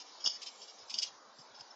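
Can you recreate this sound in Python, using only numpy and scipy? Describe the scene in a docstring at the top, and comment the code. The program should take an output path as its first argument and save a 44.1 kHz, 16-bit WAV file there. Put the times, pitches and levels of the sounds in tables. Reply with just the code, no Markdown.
"""Squirrel gnawing seeds

On a concrete patio a squirrel gnaws seeds beside a dish, a few metres from a small outdoor camera's microphone.
Each bite is a burst of random clicks ringing the modes of shell and teeth; hard taps are the shell cracks.
Short wavering tones squeak among them, and house walls return a faint echo of decaying noise.
Behind lie soft low thuds and distant traffic and hiss, made of noise in flickering third-octave bands."""
import sys
import numpy as np
from scipy import signal
from scipy.fft import rfft, irfft
from scipy.io import wavfile
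from scipy.ndimage import uniform_filter1d

SR = 44100
rng = np.random.default_rng(int(sys.argv[2]) if len(sys.argv) > 2 else 0)


def file_out(sig):
    """Save sig as 16-bit WAV at sys.argv[1]."""
    # one column per channel
    cols = np.atleast_2d(sig).T
    # limit, then scale
    lim = np.clip(cols, -1, 1)
    pcm = np.round(lim * 32767).astype(np.int16)
    wavfile.write(sys.argv[1], SR, pcm)


def elevation(decibels):
    """Turn decibel levels (scalar or array-like) into linear amplitude ratios."""
    levels = np.asarray(decibels, float)
    return 10 ** (levels / 20)


N = 77175

# Resonances of shell and teeth: (frequency [Hz], relative level [dB])
SHELL_MODES = [(2600, -15.5), (2950, 3), (3280, 3), (3550, -2.5), (3850, -7), (4620, 1.5), (4780, 3),
               (5050, 7), (5290, 6), (5590, -1), (5800, -14.5), (6230, -3), (6500, -12), (6770, -5)]
# Bites through husk: (start [s], length [s], level [dB], lower shell modes [dB], broad grit [dB])
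BITE_TABLE = [(0.0, .025, -48, -8, 8), (0.059, 0.056, -60, 0, 0), (0.202, .035, -51, -6, 0),
              (0.2405, .008, -42, -26, -20), (.249, .008, -36, -26, -20), (0.256, 0.024, -31, -3.5, -28),
              (.281, .09, -41, -7, -16), (0.416, .024, -44, -6, 8), (0.46, 0.03, -43.5, -2, 6),
              (0.615, 0.03, -49.5, -10, 6), (0.68, 0.03, -53, -6, 0), (0.782, 0.062, -56.5, -14.5, 0),
              (0.896, 0.023, -42, -8, 8), (.92, .018, -50, -8, 4), (0.939, .019, -38.5, -3, -6),
              (.959, .017, -47, -8, 2), (0.977, 0.024, -38, -9, 4), (1.002, .016, -46, -8, 4),
              (1.019, 0.021, -35, -6, 10), (1.04, .05, -47, -3, 14), (1.385, 0.035, -56, -12, -2),
              (1.543, 0.033, -57, -8, 2), (1.585, 0.03, -55, -10, 2)]
# Spectrum of the distant air: (frequency [Hz], relative level per Hz [dB])
AIR_SPECTRUM = [(88, -47), (150, -26.5), (196, -10.5), (457, -2), (1020, 2.5), (2580, -14.5), (4860, -5.5),
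                (6660, -13), (7480, -3.5), (8000, -61), (10400, -92), (17600, -120)]
# Slow drift of the treble of the air: (time [s], level [dB])
TREBLE_DRIFT = [(0, 5), (.5, 8.5), (1.1, 0), (1.3, 1), (1.75, 1)]
# Level of the faint top band, heard near 7-8 kHz, that comes and goes: (time [s], level [dB])
TOP_BAND_LEVEL = [(0, -17), (.37, -54.5), (.41, -9.5), (.74, -11), (.78, -24), (0.841, -32), (0.868, -7.5),
                  (1.06, -9.5), (1.088, -52), (1.33, -24), (1.37, -2), (1.441, -1.5), (1.48, -47),
                  (1.54, -38), (1.6, -6.5), (1.66, -28), (1.75, -45)]
# Squeaks of tooth on husk: (start [s], length [s], frequency [Hz], level [dB])
SQUEAK_TABLE = [(.2395, .01, 5100, -30), (.879, .016, 4950, -49), (1.404, .018, 5050, -52),
                (1.545, .03, 5300, -53), (1.594, .012, 5250, -51), (1.703, .017, 5280, -48),
                (1.725, .014, 5250, -57)]
# Soft low thuds: (start [s], length [s], frequency [Hz], level [dB])
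THUD_TABLE = [(0.24, 0.06, 61.3, -89), (.33, 0.1, 90, -89.5), (.52, 0.08, 152, -83),
              (0.787, 0.088, 100, -79), (0.899, .1, 262, -66), (1.04, 0.16, 139, -81.5),
              (1.195, 0.17, 147, -84.5), (1.379, 0.042, 173, -62.5), (1.478, 0.087, 100, -79),
              (1.581, 0.062, 130, -71)]
# Shell cracks: (time [s], level [dB], lower shell modes [dB], broad snap [dB], dull knock [dB])
CRACK_TABLE = [(.2505, -27, -20, -25, -5), (.2612, -18, 1, -22, -12), (.2675, -20, -4, -22, -11),
               (.2735, -17, -5, -22, -10), (.429, -35, -5, -3, -40), (.473, -35, 6, -8, -40),
               (.9405, -23, 2, -12, -40), (.9855, -18.5, -10, -9, -40), (.996, -29, -6, -3, -40),
               (1.0245, -28, -3, 0, -40), (1.029, -21, -3, 0, -32), (1.0365, -29, -5, -3, -40),
               (1.6082, -36, -3, -3, -40)]

LOWER_HZ = 4000  # shell modes below this are the lower ones
MODE_SCATTER_DB, DETUNE_SHARE = 2, .008  # standard deviations from seed to seed
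RING_RISE_S, SHELL_T60_S, SHELL_LOW_HZ = .0005, .022, 2300
SNAP_HZ, SNAP_WIDTH_HZ = 4600, 4600
CRACKLE_PER_S, CRACKLE_SPREAD_DB = 3400, -2
BITE_EDGE_S, BITE_FADE_DB_PER_S = 0.00044, 130
AIR_DB, FLICKER_DB = -58.5, 2.5  # overall level before flicker and drift; standard deviation of the flicker
SQUEAK_WOBBLE_HZ = 120
KNOCK_HZ, KNOCK_T60_S = 1150, .0028
ECHO_DB, ECHO_T60_S, ECHO_GAP_S = -13, .2, .008
LOW_HZ, TOP_HZ = 165, 6850
DIP_HZ, DIP_WIDTH_HZ, DIP_SHARE = 4300, 400, .2  # dip of the microphone port
STRIPE_STEEP, STRIPE_AT_DB, STRIPE_FLOOR_DB, STRIPE_FROM_HZ = 6, -0.8, -26, 2100  # steepness in dB per dB
NOISE_DB = -99.5


def rms(x):
    """Root mean square."""
    return np.sqrt(np.mean(x ** 2))


def band(x, lo_hz, hi_hz, order=2):
    """Band-pass."""
    return signal.sosfilt(signal.butter(order, [lo_hz, min(hi_hz, 20000)], "band", fs=SR, output="sos"), x)


def highpass(x, hz, order=4):
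    """High-pass."""
    return signal.sosfilt(signal.butter(order, hz, "high", fs=SR, output="sos"), x)


def add(out, x, s):
    """Mix x into out at s seconds."""
    i = max(int(s * SR), 0)
    out[i:i + len(x)] += x[:N - i]


def shell(lower_db, snap_db):
    """One tap: a broad snap and decaying modes, each seed a little different."""
    t = np.arange(2600) / SR
    hz, db = np.array(SHELL_MODES).T[:, :, None]
    scatter, detune, phase = rng.standard_normal((3, len(SHELL_MODES), 1))
    db = db + lower_db * (hz < LOWER_HZ) + MODE_SCATTER_DB * scatter
    hz = hz * (1 + DETUNE_SHARE * detune)
    modes = elevation(db) * np.sin(2 * np.pi * hz * t + np.pi * phase)
    envelope = 1000. ** (-t / SHELL_T60_S) * (1 - np.exp(-t / RING_RISE_S))
    ring = modes.sum(axis=0) * envelope
    snap = band(1. * (t == 0), SNAP_HZ - SNAP_WIDTH_HZ / 2, SNAP_HZ + SNAP_WIDTH_HZ / 2)
    tap = ring / abs(ring).max() + elevation(snap_db) * snap / abs(snap).max()
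    return highpass(tap, SHELL_LOW_HZ)


def bites():
    """Teeth grind through a husk: dense uneven clicks, each ringing the shell, for a moment."""
    out, t = np.zeros(N), np.arange(4000) / SR
    for s, length, db, lower_db, grit_db in BITE_TABLE:
        hit = rng.random(len(t)) < CRACKLE_PER_S / SR
        size = elevation(CRACKLE_SPREAD_DB * rng.exponential(size=len(t)))
        clicks = hit * size * rng.choice([-1, 1], size=len(t))
        edges = np.clip(np.minimum(t, length - t) / BITE_EDGE_S, 0, 1)
        fade = elevation(-BITE_FADE_DB_PER_S * t)
        burst = signal.fftconvolve(clicks * edges * fade, shell(lower_db, grit_db))
        add(out, burst * elevation(db) / rms(burst[:int(length * SR)]), s)
    return out


def air():
    """Distant traffic and hiss in third-octave bands that flicker alone; the treble drifts."""
    out, t = 0, np.arange(N) / SR
    f = np.fft.rfftfreq(N, 1 / SR) + 1
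    hz, level_db = np.array(AIR_SPECTRUM).T
    shape = elevation(np.interp(np.log(f), np.log(hz), level_db)) * (f > LOW_HZ)
    noise = rfft(rng.standard_normal(N)) * shape
    third_octave = np.round(3 * np.log2(f / 150))
    scale = elevation(AIR_DB) / rms(irfft(noise, N))
    for k in range(19):
        db = FLICKER_DB * np.interp(t, np.linspace(0, t[-1], num=24), rng.standard_normal(24))
        # bands centred on 2400 Hz and above drift
        db = db + (k > 11) * np.interp(t, *np.array(TREBLE_DRIFT).T)
        out = out + elevation(db) * irfft(noise * (third_octave == k), N)
    return out * scale


def squeaks():
    """A tooth slips on the husk: a short tone of wavering pitch."""
    out, t = np.zeros(N), np.arange(2000) / SR
    for s, length, hz, db in SQUEAK_TABLE:
        wobble = np.interp(t, np.linspace(0, t[-1], num=16), rng.standard_normal(16))
        f = hz + SQUEAK_WOBBLE_HZ * wobble
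        tone = np.sin(2 * np.pi * np.cumsum(f) / SR)
        swell = np.sin(np.pi * np.clip(t / length, 0, 1))
        add(out, elevation(db) * tone * swell, s)
    return out


def thuds():
    """Faint low puffs: narrow bands of noise that swell and fade."""
    out = np.zeros(N)
    for s, length, hz, db in THUD_TABLE:
        # leave out the onset of the filter
        puff = band(rng.standard_normal(8000), hz / 1.5, hz * 1.6, order=4)[2000:]
        t = np.arange(len(puff)) / SR
        swell = np.sin(np.pi * np.clip(t / length, 0, 1))
        add(out, elevation(db) * puff / rms(puff) * swell, s)
    return out


def cracks():
    """A husk splits: one hard tap of the shell with a dull, fast-decaying knock under it."""
    out, t = np.zeros(N), np.arange(2600) / SR
    knock = np.sin(2 * np.pi * KNOCK_HZ * t) * 1000. ** (-t / KNOCK_T60_S)
    for s, db, lower_db, snap_db, knock_db in CRACK_TABLE:
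        tap = shell(lower_db, snap_db)
        add(out, elevation(db) * (tap + elevation(knock_db) * knock), s)
    return out


def echo(near):
    """House walls answer after a short gap with a decaying tail of noise."""
    t = np.arange(SR // 2) / SR
    tail = rng.standard_normal(len(t)) * 1000. ** (-t / ECHO_T60_S) * (t > ECHO_GAP_S)
    tail = tail / np.sqrt(np.sum(tail ** 2))
    return elevation(ECHO_DB) * signal.fftconvolve(near, tail)[:N]


def scene():
    """The squirrel, its echo between house walls, the thuds and the air."""
    near = highpass(bites() + squeaks() + cracks(), LOW_HZ)
    return (near + echo(near) + thuds() + air())[None]


def treble_stripes(x):
    """The treble thins into swishy stripes: narrow bands weaker than their neighbours are turned down."""
    f, _, z = signal.stft(x, SR, nperseg=2048, noverlap=1536, window="hann")
    power = abs(z) ** 2 + 1e-20
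    share = uniform_filter1d(power, size=4, axis=0) / uniform_filter1d(power, size=24, axis=0)
    # averaged over seven frames of 46 ms that overlap
    rel_db = 10 * np.log10(uniform_filter1d(share, size=7, axis=1)) - STRIPE_AT_DB
    db = np.clip(STRIPE_STEEP * rel_db, STRIPE_FLOOR_DB, 0) * (f[:, None] > STRIPE_FROM_HZ)
    return signal.istft(z * elevation(db), SR, nperseg=2048, noverlap=1536, window="hann")[1][:N]


def top_cut(x):
    """Nothing passes above the cut-off."""
    return signal.sosfilt(signal.butter(12, 8860, fs=SR, output="sos"), x)


def record(dry):
    """The microphone port dips near 4.3 kHz; striped treble ends steeply, a top band comes and goes, hiss joins."""
    dip = band(dry[0], DIP_HZ - DIP_WIDTH_HZ / 2, DIP_HZ + DIP_WIDTH_HZ / 2, order=1)
    x = treble_stripes(dry[0] - DIP_SHARE * dip)
    cut = signal.sosfilt(signal.ellip(10, .3, 75, TOP_HZ, fs=SR, output="sos"), x)
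    top_db = np.interp(np.arange(N) / SR, *np.array(TOP_BAND_LEVEL).T)
    top_band = elevation(top_db) * band(x, 5230, 8010, order=4)
    hiss = highpass(elevation(NOISE_DB) * rng.standard_normal(N), LOW_HZ)
    mix = (cut + top_band + hiss)[None]
    return top_cut(mix)


dry = scene()
out = record(dry)
file_out(out)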